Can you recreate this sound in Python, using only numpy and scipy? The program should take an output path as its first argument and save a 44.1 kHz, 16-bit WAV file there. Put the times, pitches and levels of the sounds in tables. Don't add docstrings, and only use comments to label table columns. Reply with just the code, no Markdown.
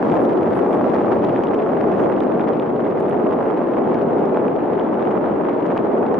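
import sys
import numpy as np
from scipy import signal
from scipy.fft import rfft, irfft
from scipy.io import wavfile

SR = 44100
rng = np.random.default_rng(int(sys.argv[2]) if len(sys.argv) > 2 else 0)


def put_to_file(sound):
    columns = np.atleast_2d(sound).T
    safe = np.clip(columns, -1, 1)
    whole_steps = np.round(safe * 32767)
    wavfile.write(sys.argv[1], SR, whole_steps.astype(np.int16))


N = 272979

FLOAT_HZ, FIRST_SLAP_S = 4.62, .065


def float_beat(wander):
    turns = FLOAT_HZ * (np.arange(N) / SR - FIRST_SLAP_S) + wander * drift(0.73)
    return np.cos(2 * np.pi * turns)


# frequency in Hz, relative density in dB per Hz.
WASH_SPECTRUM = [(100, -29), (220, -3), (380, 1.5), (750, -9.5), (1200, -20), (2000, -38.5), (4000, -63.5),
                 (12000, -95)]


def churn(churn_db, beat, gulp_db, wash_db, beat_db):
    pockets = widen(gulps(per_s=2200, spread_db=0.7, damping=0.12))
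    water = from_db(gulp_db) * pockets + from_db(wash_db) * rush(WASH_SPECTRUM)
    return from_db(churn_db + beat_db * beat) * water


# frequency in Hz, relative gain in dB.
GULP_SPECTRUM = [(90, -28.5), (140, -11.5), (210, 3.5), (370, 6), (560, 2.5), (850, -4), (1300, -39.5)]


def gulps(per_s, spread_db, damping, count=22):
    return colour(sum(ringing(per_s, spread_db, damping, np.geomspace(110, 1200, count))), GULP_SPECTRUM)


# frequency in Hz, relative density in dB per Hz.
RUMBLE_SPECTRUM = [(20, -49), (40, -32.5), (60, -22), (80, -10), (100, -6), (160, 2), (220, 1),
                   (400, -19.5), (2000, -79.5)]


def rumble(level_db, beat, beat_db):
    return from_db(level_db + beat_db * beat) * rush(RUMBLE_SPECTRUM)


# frequency in Hz, relative gain in dB.
SPRAY_SPECTRUM = [(80, -35), (250, -18), (600, 15), (1100, 9), (2000, -7), (3300, -23.5), (4100, -38),
                  (6300, -41.5), (8300, -60.5), (11000, -53.5), (13000, -75.5)]
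# frequency in Hz, relative gain in dB.
FIZZ_SPECTRUM = [(1500, -14), (3300, 4), (4200, 1), (5000, -1), (6600, -7), (8000, -14), (11000, -15),
                 (12500, -30)]


def spray(spray_db, fizz_db, beat, beat_db, clump_db, bubble_db):
    smacks = rms_one(grains(per_s=3600, spread_db=5.0))
    mist = rms_one(grains(per_s=3500, spread_db=4.5))
    drops = from_db(spray_db + 8.0) * widen(colour(smacks, SPRAY_SPECTRUM))
    bubbles = from_db(spray_db + bubble_db) * widen(plips(per_s=1000, spread_db=2.5, damping=0.16))
    fine = from_db(fizz_db) * widen(colour(smacks + mist, FIZZ_SPECTRUM))
    landing = from_db(beat_db * beat + clump_db * drift(46))
    return landing * (drops + bubbles + fine)


BUBBLE_CUT_HZ = 3600


def plips(per_s, spread_db, damping, count=12):
    pitches = np.geomspace(1100, 3400, count)
    rings = ringing(per_s, spread_db, damping, pitches)
    weighted = sum(ring * (pitches[0] / hz) ** 2.4 for ring, hz in zip(rings, pitches))
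    return rms_one(lowpass(weighted, 4, BUBBLE_CUT_HZ))


CLAP_LEFT_DB, CLAP_SCATTER_DB = 2, 2
# start in seconds, pocket resonance in Hz,
# ring level in dB, snap level in dB, both levels before the offsets shared by all claps.
CLAPS_HEARD = [(0.0824, 3600, -53, -56), (0.099, 2900, -39, -52), (0.1164, 2300, -38, -54),
               (0.1241, 2800, -43, -61), (0.2517, 3300, -50, -50), (0.4307, 2600, -39, -56),
               (0.947, 2100, -41, -50.5), (1.0212, 2800, -47, -64), (1.122, 2400, -45, -57),
               (1.2207, 2620, -46, -59), (1.248, 3500, -44, -48), (1.3607, 1950, -30.5, -62),
               (1.4064, 1750, -35, -56), (1.437, 2900, -37, -50), (1.47, 3000, -39.5, -58),
               (1.484, 2900, -44, -64), (1.543, 2000, -38, -50), (1.547, 3400, -47, -55),
               (1.5497, 3200, -47, -57), (1.589, 3100, -45, -61), (1.7697, 2100, -37, -62),
               (1.811, 1800, -30, -53), (1.917, 2100, -41, -50), (2.039, 3220, -45, -60),
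               (2.164, 2500, -42, -57), (2.204, 3200, -40, -49), (2.2358, 2410, -40, -53),
               (2.32, 2330, -39, -59), (2.395, 2000, -32.5, -60), (2.409, 2930, -41, -65),
               (2.4131, 3000, -51, -63), (2.4747, 2700, -44, -62), (2.482, 2000, -36, -57),
               (2.4865, 3400, -48, -49), (2.5704, 3000, -44, -57), (2.5974, 3050, -38.5, -55),
               (2.6212, 2400, -42, -60), (2.6619, 2800, -49, -62), (2.7011, 2300, -42, -62),
               (2.807, 3400, -52, -58.5), (2.8458, 2700, -43.5, -64), (2.8511, 2950, -48, -63),
               (2.8673, 2100, -39, -59), (3.082, 2400, -41, -61), (3.1098, 2400, -40, -61),
               (3.1646, 2800, -54, -61), (3.2675, 2450, -41, -64), (3.3273, 2700, -42, -65),
               (3.3324, 3100, -49, -58), (3.508, 2900, -51, -61), (3.737, 2270, -40.5, -64),
               (3.93, 2050, -39, -63), (3.944, 2000, -33.5, -51), (4.0202, 3000, -52, -55),
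               (4.2554, 3200, -53, -53), (4.3445, 2300, -40, -61), (4.481, 2200, -36.5, -56),
               (4.5623, 3000, -47, -54), (4.604, 2400, -41.5, -60), (4.733, 1980, -38, -61),
               (4.7956, 2450, -38.5, -54.5), (4.942, 2400, -43, -56), (5.0223, 2800, -45, -62),
               (5.0525, 1820, -37, -61), (5.114, 2260, -40.5, -56), (5.3149, 2400, -45, -59),
               (5.622, 2500, -43, -61), (5.628, 2400, -42.5, -62), (5.6648, 2250, -39, -52),
               (5.702, 1800, -37, -61), (5.7139, 1850, -38, -62), (5.774, 3200, -44, -52),
               (5.777, 2500, -35, -46), (6.0644, 2150, -37.5, -53), (6.1427, 1750, -32, -51),
               (6.1512, 3420, -57, -56)]
# frequency in Hz, relative gain in dB.
SNAP_SPECTRUM = [(1500, -2), (2700, 0), (3500, 0), (4300, -6), (5200, -10), (6500, -18), (8500, -24),
                 (11000, -27), (13000, -42)]


def claps(ring_db, snap_db, patter_s, snap_s):
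    out = np.zeros((2, N))
    for s, pocket_hz, low_db, high_db in np.vstack([CLAPS_HEARD, spatter()]):
        pocket = resonate(smack(patter_s), pocket_hz, width_hz=pocket_hz)
        pocket = lowpass(pocket, 4, pocket_hz)
        pocket = lowpass(pocket, 8, BUBBLE_CUT_HZ)
        snap = colour(smack(snap_s), SNAP_SPECTRUM, size=512)[:len(pocket)]
        sound = from_db(low_db + ring_db) * burst_one(pocket) + from_db(high_db + snap_db) * burst_one(snap)
        start = round(s * SR)
        left_db = CLAP_LEFT_DB + CLAP_SCATTER_DB * rng.standard_normal()
        out[:, start:start + len(sound)] += pan(sound, left_db)[:, :N - start]
    return out


SPATTER_RING_DB, SPATTER_SNAP_DB, SPATTER_SPREAD_DB, SPATTER_FADE_DB_PER_S = -37.5, -57, 3, 1.5
SPATTER_LOW_HZ, SPATTER_OCTAVES, SPATTER_FALL_DB_PER_OCTAVE = 1700, 1.2, 12
SPATTER_RUN_S = 0.028


def spatter(count=30, size=3):
    throws = np.repeat(rng.random(count), size) * (N / SR - 2 * SPATTER_RUN_S)
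    delay, smallness, luck = rng.random((count * size, 3)).T
    s = throws + delay * SPATTER_RUN_S
    octaves = smallness * SPATTER_OCTAVES
    level_db = SPATTER_SPREAD_DB * (2 * luck - 1) - SPATTER_FADE_DB_PER_S * s
    ring_db = SPATTER_RING_DB - SPATTER_FALL_DB_PER_OCTAVE * octaves
    pocket_hz = SPATTER_LOW_HZ * 2 ** octaves
    return np.column_stack([s, pocket_hz, ring_db + level_db, SPATTER_SNAP_DB + level_db])


def smack(patter_s, size=512):
    return rng.standard_normal(size) * np.exp(-np.arange(size) / SR / patter_s)


HISS_CUT_HZ = 11600
# time in seconds, peak level in dB before a shared offset.
TICKS_HEARD = [(1.1238, -63), (2.9064, -62), (2.9805, -68), (3.0012, -52), (3.0945, -47), (3.4374, -64),
               (3.4404, -62)]
# frequency in Hz, relative density in dB per Hz.
HISS_SPECTRUM = [(3000, -22), (6500, -8), (9000, -8), (10200, -1), (11200, 0), (12200, -20), (14000, -36)]


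def high_hiss(hiss_db, tick_db, tick_s):
    level = np.zeros(N)
    for s, peak_db in TICKS_HEARD:
        age = np.arange(N) / SR - s
        level += from_db(peak_db + tick_db) * (age >= 0) * np.exp(-np.abs(age) / tick_s)
    ticks = lowpass(level * rush(HISS_SPECTRUM) + 1e-18, 12, HISS_CUT_HZ)
    return from_db(hiss_db) * rush(HISS_SPECTRUM) + ticks


# centre in seconds, peak level in dB before the low-pass,
# half-length in seconds (to 1/e), centre frequency in Hz, width of each of two resonances in Hz.
SWELLS_HEARD = [(0.231, -65.5, 0.027, 10600, 1300), (.57, -66, 0.041, 10700, 1910),
                (.57, -72, .035, 8200, 1500), (0.733, -69, 0.044, 10700, 1700), (.73, -75, .05, 7800, 504),
                (2.016, -71, .05, 6300, 1290), (2.03, -72.5, .07, 10700, 1500)]


def swells():
    out = np.zeros(N)
    for s, peak_db, half_s, hz, width_hz in SWELLS_HEARD:
        band = resonate(resonate(rng.standard_normal(N), hz, width_hz), hz, width_hz)
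        envelope = np.exp(-((np.arange(N) / SR - s) / half_s) ** 2)
        out += from_db(peak_db) * envelope * rms_one(band)
    return lowpass(out, 8, HISS_CUT_HZ)


def rush(spectrum):
    return widen(colour(rng.standard_normal((2, N)), spectrum))


def grains(per_s, spread_db):
    sizes = from_db(spread_db * np.minimum(rng.exponential(1, N), 5))
    clicks = (rng.random(N) < per_s / SR) * sizes * rng.choice([-1, 1], N)
    return np.array([clicks, clicks * rng.uniform(-1, 1, N)])


def ringing(per_s, spread_db, damping, pitches):
    births = grains(per_s, spread_db)
    dealt = rng.integers(0, len(pitches), N)
    return (resonate(births * (dealt == k), hz, damping * hz) for k, hz in enumerate(pitches))


def resonate(x, hz, width_hz):
    r = np.exp(-np.pi * width_hz / SR)
    feedback = [1, -2 * r * np.cos(2 * np.pi * hz / SR), r * r]
    return signal.lfilter(np.array([1, 0, -1]) * (1 - r * r) / 2, feedback, x + 1e-18)


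def lowpass(x, order, hz):
    return signal.sosfilt(signal.butter(order, hz, fs=SR, output="sos"), x)


def colour(x, spectrum, size=4096):
    cepstrum = irfft(np.log(from_db(at_hz(spectrum, np.arange(size // 2 + 1) * SR / size))))
    cepstrum[1:size // 2] *= 2
    cepstrum[size // 2 + 1:] = 0
    impulse = irfft(np.exp(rfft(cepstrum)))
    return np.apply_along_axis(signal.fftconvolve, -1, x, impulse)[..., :N]


# frequency in Hz, side over mid in dB.
STEREO_WIDTH = [(25, -13), (60, -21), (140, -12.5), (300, -8.5), (550, -5), (1000, -2.5), (2000, -4),
                (4000, -8), (10000, -10.5)]


def widen(sound):
    mid, side = sound
    return rms_one(mid) + colour(rms_one(side), STEREO_WIDTH) * np.array([[1], [-1]])


def pan(x, left_db):
    return x * from_db(np.array([[.5], [-.5]]) * left_db)


def drift(rate):
    r = np.exp(-80 * np.pi * rate / SR)
    slow = signal.lfilter([1], [1, -2 * r, r * r], rng.standard_normal(N // 40 + 2002))[2000:]
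    return np.interp(np.arange(N) / 40, np.arange(len(slow)), rms_one(slow))


def fading(start_db, db_per_s):
    return start_db - db_per_s * np.arange(N) / SR


def in_time(rows):
    s, *columns = np.transpose(rows)
    return [np.interp(np.arange(N) / SR, s, c) for c in columns]


def at_hz(points, hz):
    known_hz, values = np.transpose(points)
    return np.interp(np.log(np.maximum(hz, 1)), np.log(known_hz), values)


def from_db(db):
    return 10 ** (np.asarray(db) / 20)


def rms_one(x):
    return x / np.sqrt(np.mean(x ** 2) + 1e-20)


def burst_one(x):
    return x * np.sqrt(.003 * SR) / np.linalg.norm(x)


# time in seconds, churn level in dB, spray level in dB,
# rumble level in dB, all before the beat and the mix gains.
WHEEL_EFFORT = [(0.0, -18.5, -36.5, -34), (0.13, -17, -35.5, -27), (0.3, -16.3, -38.5, -34.5),
                (0.52, -18.5, -36.5, -28), (0.75, -17, -38, -32), (1.0, -17.5, -36, -29.5),
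                (1.25, -18, -38.5, -27), (1.62, -18.5, -40, -35.5), (1.8, -18, -38, -32.5),
                (2.0, -17, -37, -28.5), (2.26, -17.5, -40, -37), (2.42, -18.5, -38.5, -33),
                (2.58, -19.5, -41, -34), (2.95, -19.5, -41, -32.5), (3.27, -18.0, -39, -33),
                (3.52, -18.5, -38.5, -35), (3.66, -19.6, -39, -37.5), (3.8, -17.5, -38.5, -34),
                (3.93, -18, -39, -29.5), (4.1, -18, -40.5, -32.5), (4.35, -17.5, -39.5, -35.5),
                (4.62, -19.5, -41, -33.5), (4.8, -18.5, -39.5, -35.5), (5.05, -18.5, -38.5, -34.5),
                (5.33, -18, -40, -31), (5.5, -19.5, -39.5, -38), (5.75, -19, -37.5, -32),
                (5.97, -17.5, -42, -40), (6.19, -18, -41, -31.5)]
FIZZ_DB, FIZZ_FADE_DB_PER_S, FIZZ_FOLLOWS = -66, 1.3, 1.6
HISS_DB, HISS_FOLLOWS = -81.5, .7


def scene():
    churn_db, spray_db, rumble_db = in_time(WHEEL_EFFORT)
    swing_db = spray_db - spray_db.mean()
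    fizz_db = fading(FIZZ_DB, FIZZ_FADE_DB_PER_S) + FIZZ_FOLLOWS * swing_db
    hiss_db = HISS_DB + HISS_FOLLOWS * swing_db
    beat = float_beat(wander=0.05)
    water = pan(churn(churn_db, beat, gulp_db=-5.0, wash_db=-2.5, beat_db=0.14), left_db=1.0)
    deep = rumble(rumble_db, beat, beat_db=-0.5)
    splash = spray(spray_db, fizz_db, beat, beat_db=0.43, clump_db=1.78, bubble_db=-8.5)
    splash = pan(splash, left_db=-1.3)
    sharp = claps(ring_db=0.5, snap_db=2.5, patter_s=0.0011, snap_s=.0005)
    hiss = pan(high_hiss(hiss_db, tick_db=2.0, tick_s=0.0013) + swells(), left_db=-3.5)
    return water + deep + splash + sharp + hiss


CUTOFF_HZ = 15700


def record(dry):
    return signal.sosfilt(signal.cheby2(12, 70, CUTOFF_HZ, fs=SR, output="sos"), dry)


dry = scene()
out = record(dry)
put_to_file(out)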